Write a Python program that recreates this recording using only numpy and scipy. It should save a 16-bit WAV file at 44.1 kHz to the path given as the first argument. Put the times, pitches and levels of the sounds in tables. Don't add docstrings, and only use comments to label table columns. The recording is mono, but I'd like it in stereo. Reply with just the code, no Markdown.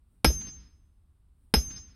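import sys
import numpy as np
from scipy import signal
from scipy.fft import rfft, irfft, next_fast_len
from scipy.io import wavfile
from scipy.ndimage import map_coordinates

SR = 44100
rng = np.random.default_rng(int(sys.argv[2]) if len(sys.argv) > 2 else 0)


def store_wav(level_fs):
    pcm = np.round(np.clip(np.atleast_2d(level_fs), -1, 1) * 32767)
    wavfile.write(sys.argv[1], SR, pcm.T.astype(np.int16))


N = 85995

# (f/Hz, level/dB)
CRACK_SPECTRUM = [(60, -12.5), (200, 5.5), (800, -0.5), (1300, -6), (2400, -3), (4000, -8.5), (5300, -4.5),
                  (7200, -17), (10200, -5), (12300, -17), (14000, -36), (16000, -38.5)]
SCATTER_SPECTRUM = [(50, 8), (200, 7), (500, -2), (1000, -12.5), (2400, -8), (4200, -8), (4900, -7),
                    (5500, 3), (6000, -10), (7200, -24.5), (8500, -15.5), (9400, -18), (10300, -11),
                    (11000, -20), (12200, -14), (13000, -40.5), (16000, -57.5)]
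SHEEN_SPECTRUM = [(4000, -60), (5000, -6), (5450, 5), (6000, -14), (7300, -26), (8400, -5), (9300, -9),
                  (10300, 2), (10900, -14), (12100, -3), (12600, -8.5), (13100, -50)]
def contact(t, hold_s=.00094, crack_t60=.031):
    overshoot = np.exp(np.log(1000) * hold_s / crack_t60)
    held_decay = np.minimum(overshoot * fade(t, crack_t60), 1)
    crack = unit(noise(CRACK_SPECTRUM, NEAR_COHERENCE)) * held_decay
    scatter = unit(noise(SCATTER_SPECTRUM, NEAR_COHERENCE)) * fade(t, t60=.15, rise=.0077)
    sheen = unit(noise(SHEEN_SPECTRUM, FAR_COHERENCE)) * fade(t, t60=.59, rise=.02)
    return amp(-14) * crack + amp(-20) * scatter + amp(-52.5) * sheen


# (left level/dB, right level/dB, T60/s)
WEDGE_MODES = [5116, 10260, 11503, 11958]
WEDGE_DECAYS = [(-9.5, -16, 0.17), (-25, -32, 0.046), (-38.5, -33, 0.24), (-38.5, -42.5, 0.19)]
def wedge(t, lag_s=.00009):
    ears = np.array([t, np.maximum(t - lag_s, 0)])
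    ring = 0
    for hz, (left, right, t60) in zip(WEDGE_MODES, WEDGE_DECAYS):
        tone = np.imag(shimmer() * np.exp(2j * np.pi * hz * ears))
        ring += amp([[left], [right]]) * tone * fade(ears, t60)
    return ring


def shimmer(depth=.15, points_per_s=110):
    position = since(0) * points_per_s
    drift = lambda: map_coordinates(rng.standard_normal(1024), [position], mode="mirror")
    return 1 + depth * np.array([drift() + 1j * drift() for ear in "LR"])


# (t/s, left level/dB, right level/dB)
HAMMER_ENVELOPE = [(0, -44.5, -34.5), (0.048, -45, -25), (0.132, -31, -35.5), (0.219, -38, -41),
                   (.31, -47.5, -45), (0.411, -74, -67.5), (.56, -84, -85), (.8, -125, -125)]
def hammer(t, note_hz=6295, overtone_hz=9892, lead_s=.000018):
    times, left, right = np.transpose(HAMMER_ENVELOPE)
    envelope = amp([np.interp(t, times, left), np.interp(t, times, right)])
    ears = np.array([t, t + lead_s])
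    note = sine(note_hz, ears) * (1 - np.exp(-t / .00068))
    overtone = amp(-1.5) * sine(overtone_hz, ears) * fade(t, t60=.42, rise=.069)
    return envelope * (note + overtone)


# (level/dB, T60/s)
LOG_MODES = [150, 240, 318, 430, 503, 790, 867, 1303, 1400, 1610, 2255, 2450]
LOG_DECAYS = [(-34.5, 0.42), (-28.5, .09), (-27, 0.13), (-20, .04), (-28, 0.073), (-20.5, .03),
              (-17, 0.041), (-29.5, 0.086), (-27, 0.061), (-27.5, 0.089), (-25, 0.057), (-32, 0.085)]
def log_ring(t):
    return sum((-1) ** k * amp(db) * sine(hz, t) * fade(t, t60, rise=.00023)
               for k, (hz, (db, t60)) in enumerate(zip(LOG_MODES, LOG_DECAYS)))


def log_shove(t, hz=235):
    return -amp(-10.5) * sine(hz, t) * fade(t, t60=.038)


def thud(t, hz=60, peak_s=.041, width_s=.016, delay_s=.0226):
    swell = np.exp(-.5 * ((t - peak_s) / width_s) ** 2)
    onset = 1 - np.exp(-t / .015)
    return amp(-15) * swell * onset * sine(hz, t - delay_s)


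# (f/Hz, level/dB)
SETTLE_SPECTRUM = [(100, -7), (300, 7), (550, -1), (800, -4), (1100, -13), (4000, -43), (12000, -57)]
def settle(t):
    return amp(-27.5) * unit(noise(SETTLE_SPECTRUM, NEAR_COHERENCE)) * fade(t, t60=.045, rise=.00069)


# (f/Hz, level/dB)
SWISH_SPECTRUM = [(60, 19.5), (250, 14.5), (500, 0), (1200, -7.5), (3000, -12), (7000, -13), (8600, 6.5),
                  (12000, -10.5), (16000, -9.5)]
def swish(blow_s, lead_s=.09):
    return amp(-72.5) * bump(blow_s - lead_s, width=.06) * noise(SWISH_SPECTRUM, NEAR_COHERENCE)


# (f/Hz, level/dB)
SLAP_RESPONSE = [(200, 0.5), (1000, -26.5), (3500, -14), (5200, 4.5), (7000, -10), (10300, -11),
                 (12000, -19), (15000, -27)]
def slap(x, delay_s=.223):
    path = lambda hz: np.exp(-2j * np.pi * hz * delay_s) * amp(along(SLAP_RESPONSE, hz))
    return amp(-28.5) * filtered(x, path)


# (delay/s, level/dB, spread/s)
WALL_ECHOES = [(0.171, -34, 0.0047), (.205, -31.5, 0.035), (0.24, -37.5, 0.011), (.345, -41, 0.054),
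               (0.416, -49, 0.06)]
# (f/Hz, level/dB)
ECHO_SPECTRUM = [(25, -3), (60, 15), (200, 15), (600, -7), (1500, 0.5), (4000, -3), (5300, -2), (7000, -38),
                 (10300, -35), (12500, -41.5), (14000, -63)]
TAIL_SPECTRUM = [(25, 14.5), (60, 31.5), (110, 17.5), (260, 11), (500, -7), (1200, -7.5), (3000, -8),
                 (5300, -16.5), (7000, -30.5), (10300, -26.5), (14000, -48.5)]
def yard(x):
    echo_envelope = sum(amp(db) * unit(bump(delay, spread)) for delay, db, spread in WALL_ECHOES)
    tail_envelope = amp(-20) * unit(fade(since(0), t60=.99, rise=.03))
    echoes = echo_envelope * noise(ECHO_SPECTRUM, FAR_COHERENCE)
    tail = tail_envelope * noise(TAIL_SPECTRUM, FAR_COHERENCE)
    impulse_response = (echoes + tail) / np.sqrt(N)
    return signal.fftconvolve(x[None], impulse_response, axes=1)[:, :N]


# (f/Hz, coherence)
AIR_SPECTRUM = [(12, -33), (20, -6.5), (74, -1.5), (120, -18), (310, -28), (485, -40), (1190, -38),
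                (1810, -46), (2460, -47), (3740, -46.5), (6540, -57), (8650, -43.5), (16000, -56.5)]
AIR_COHERENCE = [(60, 0.95), (300, 1), (1000, .2), (10000, 0)]
def air():
    return amp(-61.5) * unit(noise(AIR_SPECTRUM, AIR_COHERENCE))


# (f/Hz, coherence)
NEAR_COHERENCE = [(100, 1), (300, .95), (700, 1), (1500, -0.1), (3000, .15), (7000, -0.74), (15000, 0.16)]
FAR_COHERENCE = [(60, 0.9), (290, .88), (640, .25), (1400, 0.26), (3000, 0), (15000, 0)]
def noise(spectrum, coherence):
    def response(hz):
        angle = np.arccos(np.clip(along(coherence, hz), -1, 1)) / 2
        return amp(along(spectrum, hz)) * [np.cos(angle), np.sin(angle)]
    mid, side = filtered(rng.standard_normal((2, N)), response)
    return np.array([mid + side, mid - side])


def amp(db):
    return 10 ** (np.asarray(db) / 20)


def unit(x):
    return x / np.sqrt(np.mean(x ** 2) + 1e-20)


def along(points, hz):
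    f, values = np.transpose(points)
    return np.interp(np.log(hz + 1), np.log(f + 1), values)


def filtered(x, response):
    size = next_fast_len(N + SR // 2)
    return irfft(rfft(x, size) * response(np.fft.rfftfreq(size, 1 / SR)), size)[..., :N]


def since(s):
    return np.maximum(np.arange(N) / SR - s, 0)


def fade(t, t60, rise=.000067):
    return (1 - np.exp(-t / rise)) * np.exp(-np.log(1000) * t / t60)


def bump(s, width):
    return np.exp(-.5 * ((since(0) - s) / width) ** 2)


def sine(hz, t):
    return np.sin(2 * np.pi * hz * t)


BLOW_TIMES = [.2453, 1.5396]
# (level/dB of: crack, log ring, shove, wedge, hammer, thud)
BLOW_LEVELS = [(4, 3, -3.5, 4.5, 0, 0), (2, -3, -3.5, 2, -3.5, -2.5)]
def scene():
    out = air() + settle(since(.3025))
    for s, (crack_db, log_db, shove_db, wedge_db, hammer_db, thud_db) in zip(BLOW_TIMES, BLOW_LEVELS):
        t = since(s)
        clang = amp(wedge_db) * wedge(t)
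        note = amp(hammer_db) * hammer(t)
        steel = amp(crack_db) * contact(t) + clang
        wood = amp(log_db) * log_ring(t) + amp(shove_db) * log_shove(t) + amp(thud_db) * thud(t)
        impulse = np.arange(N) == round(s * SR)
        to_walls = amp(crack_db + 13) * impulse + amp(-6.5) * clang[0] + amp(9) * note[1]
        out = out + swish(s) + steel + note + wood + slap(steel) + yard(to_walls)
    return out


def record(dry, ceiling=1.7, top_hz=16200):
    rounded = dry / (1 + (dry / ceiling) ** 4) ** (1 / 4)
    return filtered(rounded, lambda hz: np.clip((top_hz - hz) / 400 + .5, 0, 1))


dry = scene()
out = record(dry)
store_wav(out)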